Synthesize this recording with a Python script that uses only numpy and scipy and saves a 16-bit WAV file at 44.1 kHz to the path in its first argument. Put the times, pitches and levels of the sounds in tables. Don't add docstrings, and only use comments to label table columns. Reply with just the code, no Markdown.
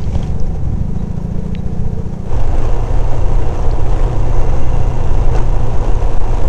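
import sys
import numpy as np
from scipy import signal
from scipy.fft import rfft, irfft, next_fast_len
from scipy.io import wavfile
from scipy.ndimage import uniform_filter1d

SR = 44100
rng = np.random.default_rng(int(sys.argv[2]) if len(sys.argv) > 2 else 0)


def dump_mix(stems):
    frames = np.atleast_2d(stems).T
    limited = np.clip(frames, -1, 1)
    pcm = np.round(limited * 32767).astype(np.int16)
    wavfile.write(sys.argv[1], SR, pcm)


N = 285812
TIME = np.arange(N) / SR


def gain(db):
    return np.exp(np.asarray(db) * (np.log(10) / 20))


def unit(x):
    return x / np.sqrt(np.mean(x ** 2))


def wander(rate, stride=1):
    steps = np.repeat(rng.standard_normal(int(N / SR * rate) + 3), 8)
    steps = uniform_filter1d(uniform_filter1d(steps, size=8), size=8)
    return np.interp(np.arange(0, N, stride) * (8 * rate / SR), np.arange(len(steps)), unit(steps))


def curve(table):
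    return np.interp(TIME, *np.transpose(table))


def level_at(spectrum, hz):
    f, db = np.transpose(spectrum)
    return np.interp(np.log(hz), np.log(f), db)


def resonate(x, hz, width_hz):
    return signal.lfilter(*signal.iirpeak(hz, hz / width_hz, SR), x)


# f/Hz, level/dB
BEND_TINT = [(8, 1), (30, -3.5), (90, 5), (200, 7), (330, 5.5), (470, 4), (700, 0), (1000, -0.5),
             (1500, 2.5), (2000, 3.5), (2800, 0.5), (4800, 5.5), (7000, 5), (11000, 1)]

def shaped_noise(spectrum, swell_db, flicker_db, flicker_hz, in_bend=0.):
    size = next_fast_len(N, True)
    hz = np.arange(1, size // 2 + 2) * SR / size
    low, high = spectrum[0][0], spectrum[-1][0]
    full = rfft(rng.standard_normal(size)) * gain(level_at(spectrum, hz)) * (hz > low) * (hz < high)
    out = 0
    for centre in np.arange(np.floor(2 * np.log2(low)), 2 * np.log2(high) + 1):
        share = np.cos(np.pi / 2 * np.clip(2 * np.log2(hz) - centre, -1, 1)) ** 2
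        band_db = flicker_db * wander(flicker_hz) + in_bend * level_at(BEND_TINT, 2 ** (centre / 2))
        out = out + irfft(full * share, size)[:N] * gain(band_db)
    return unit(out * gain(swell_db))


# t/s, f/Hz
PULSE_RATE = [(0, 24.5), (.1, 24.5), (.2, 25.8), (.35, 25.7), (.49, 24.7), (.6, 22.1), (.7, 23.6),
              (.83, 25.9), (1.09, 28.1), (1.4, 28.75), (1.55, 29.4), (1.75, 29.8), (2.27, 29.7),
              (2.33, 27.1), (3.1, 29), (3.6, 29.5), (4.41, 30), (4.8, 29.5), (5.65, 28.2), (6.1, 27.8),
              (6.48, 28)]
# t/s, level/dB
EXHAUST_LEVEL = [(0, -25), (.2, -17), (.3, -21), (.62, -21), (1.0, -20), (1.5, -20), (2.27, -23),
                 (2.33, -24.5), (3.1, -22), (4.4, -21), (5.1, -23), (5.5, -21.5), (6.48, -25.5)]
# t/s, roughness/0-1
ROUGHNESS = [(0, .3), (.27, .3), (.4, .6), (.6, .6), (.76, .12), (2.3, .08), (2.4, .08), (6.48, .08)]
# f/Hz, level/dB
BEND_PIPE = [(29, -20), (59, -4), (88, -3), (118, -0.5), (147, -2.5), (176, 2.5), (206, -1.5), (222, -6.5),
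             (234, -20.5), (248, -23), (290, -35), (328, -24), (354, -22.5), (385, -45), (420, -45)]
FAST_PIPE = [(29, -16), (58, -4.5), (87, -3.5), (106, 10.5), (122, 1), (146, -9.5), (175, -27), (205, -18),
             (240, -26), (350, -12), (420, -25)]
# f/Hz, level/dB
BEND_BETWEEN = [(44, -6.5), (73, 0.5), (103, -8), (132, -9.5), (160, -26), (190, -54)]
FAST_BETWEEN = [(44, -18), (73, -7), (103, -21), (132, -65), (190, -35)]

def exhaust(fast, phase, smear=0.2007, cutoff_hz=199, drone_hz=206):
    stride = 16
    hz, level_db, rough = (curve(table)[::stride] for table in (PULSE_RATE, EXHAUST_LEVEL, ROUGHNESS))
    fast = fast[::stride]
    climb_hz_per_s = np.gradient(hz) * SR / stride
    bark_db = -3 + 12.5 * rough + 0.38 * (1 - fast) * climb_hz_per_s
    shaken = phase[::stride] + .12 * rough * wander(16, stride)
    out, power = 0, 0
    for k in [*range(1, 15), *np.arange(1.5, 7)]:
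        bend_shape, fast_shape = (BEND_BETWEEN, FAST_BETWEEN) if k % 1 else (BEND_PIPE, FAST_PIPE)
        db = (1 - fast) * level_at(bend_shape, k * hz) + fast * level_at(fast_shape, k * hz)
        db += bark_db * np.clip(k * hz / cutoff_hz - 1, 0, .1) * 10
        db -= 16 * rough * np.exp(-(4 * np.log(k * hz / drone_hz)) ** 2)
        waver = rough * (2 if k % 1 or k < 6 else .7)
        size = gain(db + 4 * np.tanh(2 * waver) * np.tanh(wander(16, stride)))
        out = out + size * np.cos(k * shaken - smear * k * k + 1.3 * waver * wander(18, stride))
        power = power + gain(2 * db) / 2
    return signal.resample_poly(gain(level_db) * out / np.sqrt(power), stride, 1, padtype="line")[:N]


def throb(phase, pulse_db, cycle_db, twice_db, buzz_db, lag):
    return (pulse_db * np.cos(phase - lag) + cycle_db * np.cos((phase - lag) / 2)
            + twice_db * np.cos(2 * phase) + buzz_db * np.cos(4 * phase))


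# f/Hz, level/dB
WIND_SPECTRUM = [(3, -5.5), (8, 1), (17, -2.5), (30, -7.5), (55, -15.5), (90, -22), (160, -31), (300, -43)]
# t/s, level/dB
GUSTS = [(0, -18.5), (.2, -10), (.35, -15), (.75, -11), (1.15, -20.5), (1.4, -15.5), (1.7, -20.5),
         (1.85, -14), (2.05, -20.5), (2.28, -21), (2.33, -6), (2.8, -9), (4, -7), (5.3, -6), (6.25, -8.5),
         (6.48, -7)]

def wind(in_bend):
    rumble = shaped_noise(WIND_SPECTRUM, 0., flicker_db=0.16, flicker_hz=11, in_bend=in_bend)
    return np.tanh(rumble * gain(curve(GUSTS)))


# t/s, length/s, road lift/dB, hiss lift/dB
BUMPS = [(0, 0.11, 1, 5.5), (0.147, 0.13, 2.5, 7), (3.94, 0.081, 1.5, 2), (4.337, 0.18, 1.5, -0.5),
         (5.361, 0.015, 5.5, 5.5), (5.84, 0.045, 1.5, 1.5), (6.304, .1, 0, 1)]

def bumps(rise_s=0.049, fall_s=0.065):
    return sum(np.outer(lift_db, np.interp(TIME, [s - rise_s, s, s + length, s + length + fall_s],
                                           [0, 1, 1, 0]))
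               for s, length, *lift_db in BUMPS)


def chatter(per_second, size_db, fade_ms):
    jolts = (rng.random(N) < per_second / SR) * rng.random(N)
    return size_db * signal.lfilter([1], [1, -np.exp(-1000 / (fade_ms * SR))], jolts)


# f/Hz, level/dB
TYRE_SPECTRUM = [(120, -36), (200, -10), (232, -8.5), (268, -1.5), (308, -4), (360, 0), (402, -2.5),
                 (497, 0), (560, -3.5), (650, -6), (731, -5), (860, -7), (972, -8.5), (1260, -16),
                 (1800, -21.5), (2340, -34), (3960, -120)]
# f/Hz, width/Hz, level/dB, extra in the bend/dB
PANELS = [(438.6, 26, -26, 16.5), (502, 65, -18.5, 3.5), (746, 64, -18, 6), (955, 53, -19, 0.5),
          (1160, 76, -43, 11)]

def tyres(swell_db, lift_db, in_bend, bend_db=-38.5, fast_db=-26.5):
    roar = shaped_noise(TYRE_SPECTRUM, swell_db, flicker_db=0.11, flicker_hz=16, in_bend=in_bend)
    panels = sum(gain(db + extra_db * in_bend + 2 * wander(9)) * unit(resonate(roar, hz, width))
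                 for hz, width, db, extra_db in PANELS)
    return (roar + panels) * gain(in_bend * bend_db + (1 - in_bend) * fast_db + lift_db)


# f/Hz, level/dB
HISS_SPECTRUM = [(1100, -37), (1500, -4.5), (1770, -4.5), (1870, -8), (2200, -2.5), (2550, -2), (2900, -5),
                 (3050, -4.5), (4000, -10), (4900, -12.5), (5600, -10.5), (6400, -9), (7000, -12.5),
                 (7600, -13), (9500, -22.5), (11400, -32), (14000, -39)]
# f/Hz, width/Hz, level/dB
WHINES = [(2055, 47, -14.5), (2750, 88, -12), (6210, 1060, -15)]
# t/s, level/dB
WHINE_SWELL = [(0, -2.5), (2.3, -4), (2.9, 1.5), (3.6, -1), (4.0, -6), (4.3, 4.5), (4.42, 5), (5.4, 0),
               (6.48, -2)]

def engine_hiss(throb_db, jolt_db, lift_db, in_bend, bend_db=-54.5, fast_db=-43.5):
    hiss = shaped_noise(HISS_SPECTRUM, throb_db + jolt_db,
                        flicker_db=0.33, flicker_hz=21.87, in_bend=in_bend)
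    for hz, width, db in WHINES:
        whine_db = db + throb_db + curve(WHINE_SWELL) + 0.93 * wander(4.5)
        whine = resonate(resonate(rng.standard_normal(N), hz, width), hz, width)
        hiss += gain(whine_db) * unit(whine)
    return hiss * gain(in_bend * bend_db + (1 - in_bend) * fast_db + lift_db)


# f/Hz, level/dB, time to fade by 60 dB/ms
BRACKET_NOTES = [(2280, -2, 25), (3250, -3.5, 18), (3950, -7, 21), (4370, -5.5, 15), (4780, -9, 24),
                 (5540, -3, 12), (6000, -8, 19), (6550, -5, 22), (7400, -8, 17)]
# t/s, level/dB, f/Hz struck hardest
CLINKS = [(.018, -38, 4900), (.04, -38, 3900), (.09, -41, 2300), (.128, -39, 2300), (.152, -42, 3000),
          (0.193, -32, 3200), (.23, -40, 3700), (.275, -40, 5000), (3.614, -40, 5900), (3.712, -36, 4600),
          (3.9, -42, 4400), (3.927, -46, 6100), (3.996, -40, 5200), (5.363, -26, 5000), (6.143, -56, 5000)]

def clinks(fast, per_second=30, scatter_db=7, reach_octaves=0.3):
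    when, strength, pitch = rng.random((int(per_second * N / SR), 3)).T
    at = (when * N).astype(int)
    jingle_db = np.where(fast[at] > .5, -50.5, -60) - 2.5 * np.log(strength + 0.05)
    jingle = np.c_[at / SR, jingle_db, 5800 + 1300 * pitch]
    s, blow_db, struck_hz = np.vstack([CLINKS, jingle]).T
    luck_db = scatter_db * rng.standard_normal((len(s), len(BRACKET_NOTES)))
    out = 0
    for (hz, note_db, fade_ms), own_db in zip(BRACKET_NOTES, luck_db.T):
        miss_db = 6.8 * (np.log2(hz / struck_hz) / reach_octaves) ** 2
        blows = np.zeros(N)
        np.add.at(blows, (s * SR).astype(int), gain(blow_db + note_db + own_db - miss_db))
        pole = np.exp(2j * np.pi * hz / SR - np.log(1000) * 1000 / (fade_ms * SR))
        out = out + signal.lfilter([1], [1, -pole], blows).imag
    return signal.sosfilt(signal.butter(4, 8500, fs=SR, output="sos"), out)


def sparks(fast, bend_hz=27.95, first_s=.0215, swing_db=1.5):
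    hz = (1 - fast) * bend_hz + fast * 2 * curve(PULSE_RATE)
    fired = np.diff(np.floor(np.cumsum(hz) / SR - first_s * bend_hz), prepend=-1)
    strong_or_weak = (-1) ** np.cumsum(fired)
    size = gain(-37 + swing_db * fast * strong_or_weak + 1.5 * wander(30))
    return signal.sosfilt(signal.butter(4, 15300, "high", fs=SR, output="sos"), fired * size)


# t/s, peak level/dB, lowest f/Hz, highest f/Hz, time to fade by 60 dB/ms
TICKS = [(0.153, -16, 148, 780, 26), (0.191, -23, 150, 880, 8.6), (0.233, -39, 300, 2540, 18),
         (.400, -26.5, 4900, 6600, 5.5), (1.551, -16.5, 1690, 4020, 2.6), (3.994, -27, 1204, 2500, 65),
         (5.381, -26, 1200, 1690, 54)]

def ticks(contact_db=-31):
    out, t = np.zeros(N), np.arange(SR // 8) / SR
    dull = signal.butter(4, 5500, fs=SR, output="sos")
    for s, db, low_hz, high_hz, fade_ms in TICKS:
        noise = rng.standard_normal(len(t)) * 1000 ** (-1000 * t / fade_ms)
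        noise[0] = 8
        band = signal.butter(4, [low_hz, high_hz], "band", fs=SR, output="sos")
        burst = signal.sosfilt(band, noise) + gain(contact_db) * signal.sosfilt(dull, noise)
        at = int(s * SR)
        out[at:at + len(t)] += gain(db) * burst / np.abs(burst).max()
    return out


# t/s, push/full scale, length/ms
SLAPS = [(.43, -.7, 30), (2.424, .85, 20), (2.733, .85, 21), (3.105, .82, 23), (3.252, -1.1, 18),
         (3.676, .98, 16), (3.852, .85, 18), (4.38, .85, 11), (4.4, -.92, 16), (5.397, -1.1, 17),
         (5.56, .85, 18), (5.781, -.85, 24), (5.941, -.95, 19), (6.191, -1.14, 27)]

def with_slaps(buffeting):
    push, takeover = 0, 0
    for s, size, ms in SLAPS:
        lump = np.exp(-np.log(16) * ((TIME - s) / (ms / 1000)) ** 2)
        push = push + size * lump
        takeover = np.maximum(takeover, lump)
    return push + (1 - takeover) * buffeting


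# start t/s, end t/s, f/Hz, level/dB
THIN_RINGS = [(.975, 1.02, 3870, -53), (1.566, 1.6, 3870, -48)]

def thin_rings():
    out = 0
    for start, end, hz, db in THIN_RINGS:
        swell = np.sin(np.pi * np.clip((TIME - start) / (end - start), 0, 1))
        out = out + gain(db) * swell * np.sin(2 * np.pi * hz * TIME)
    return out


def scene(change_s=2.295, blend_s=0.058):
    fast = np.clip((TIME - change_s) / blend_s + .5, 0, 1)
    in_bend = 1 - fast
    phase = 2 * np.pi * (np.cumsum(curve(PULSE_RATE)) / SR + 0.3017)
    engine = exhaust(fast, phase)
    throb_db = in_bend * throb(phase, pulse_db=0.5, cycle_db=1, twice_db=1, buzz_db=0, lag=1.5)
    throb_db += fast * throb(phase, pulse_db=1.2, cycle_db=0, twice_db=0.97, buzz_db=2, lag=0.49)
    road_lift_db, hiss_lift_db = bumps()
    jolt_db = .5 * wander(24.94) + chatter(per_second=35, size_db=4, fade_ms=5)
    road = tyres(0.43 * throb_db + 0.85 * jolt_db, road_lift_db, in_bend)
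    hiss = engine_hiss(throb_db, jolt_db, hiss_lift_db, in_bend)
    air = with_slaps(wind(in_bend))
    return (engine + air + road + hiss + ticks() + clinks(fast) + sparks(fast) + thin_rings())[None]


# f/Hz, level/dB
MIC_HISS = [(5000, -11), (9000, 1), (13500, -8.5), (15400, -3), (16500, -5)]

def record(dry, hardness=70, top_hz=15460):
    noisy = dry + gain(-67.5) * shaped_noise(MIC_HISS, 0., flicker_db=2.5, flicker_hz=33)
    clipped = noisy / (1 + np.abs(noisy) ** hardness) ** (1 / hardness)
    treble_cut = signal.ellip(14, .1, 70, top_hz, fs=SR, output="sos")
    first = clipped[:, :1]
    return first + signal.sosfilt(treble_cut, clipped - first)


dry = scene()
out = record(dry)
dump_mix(out)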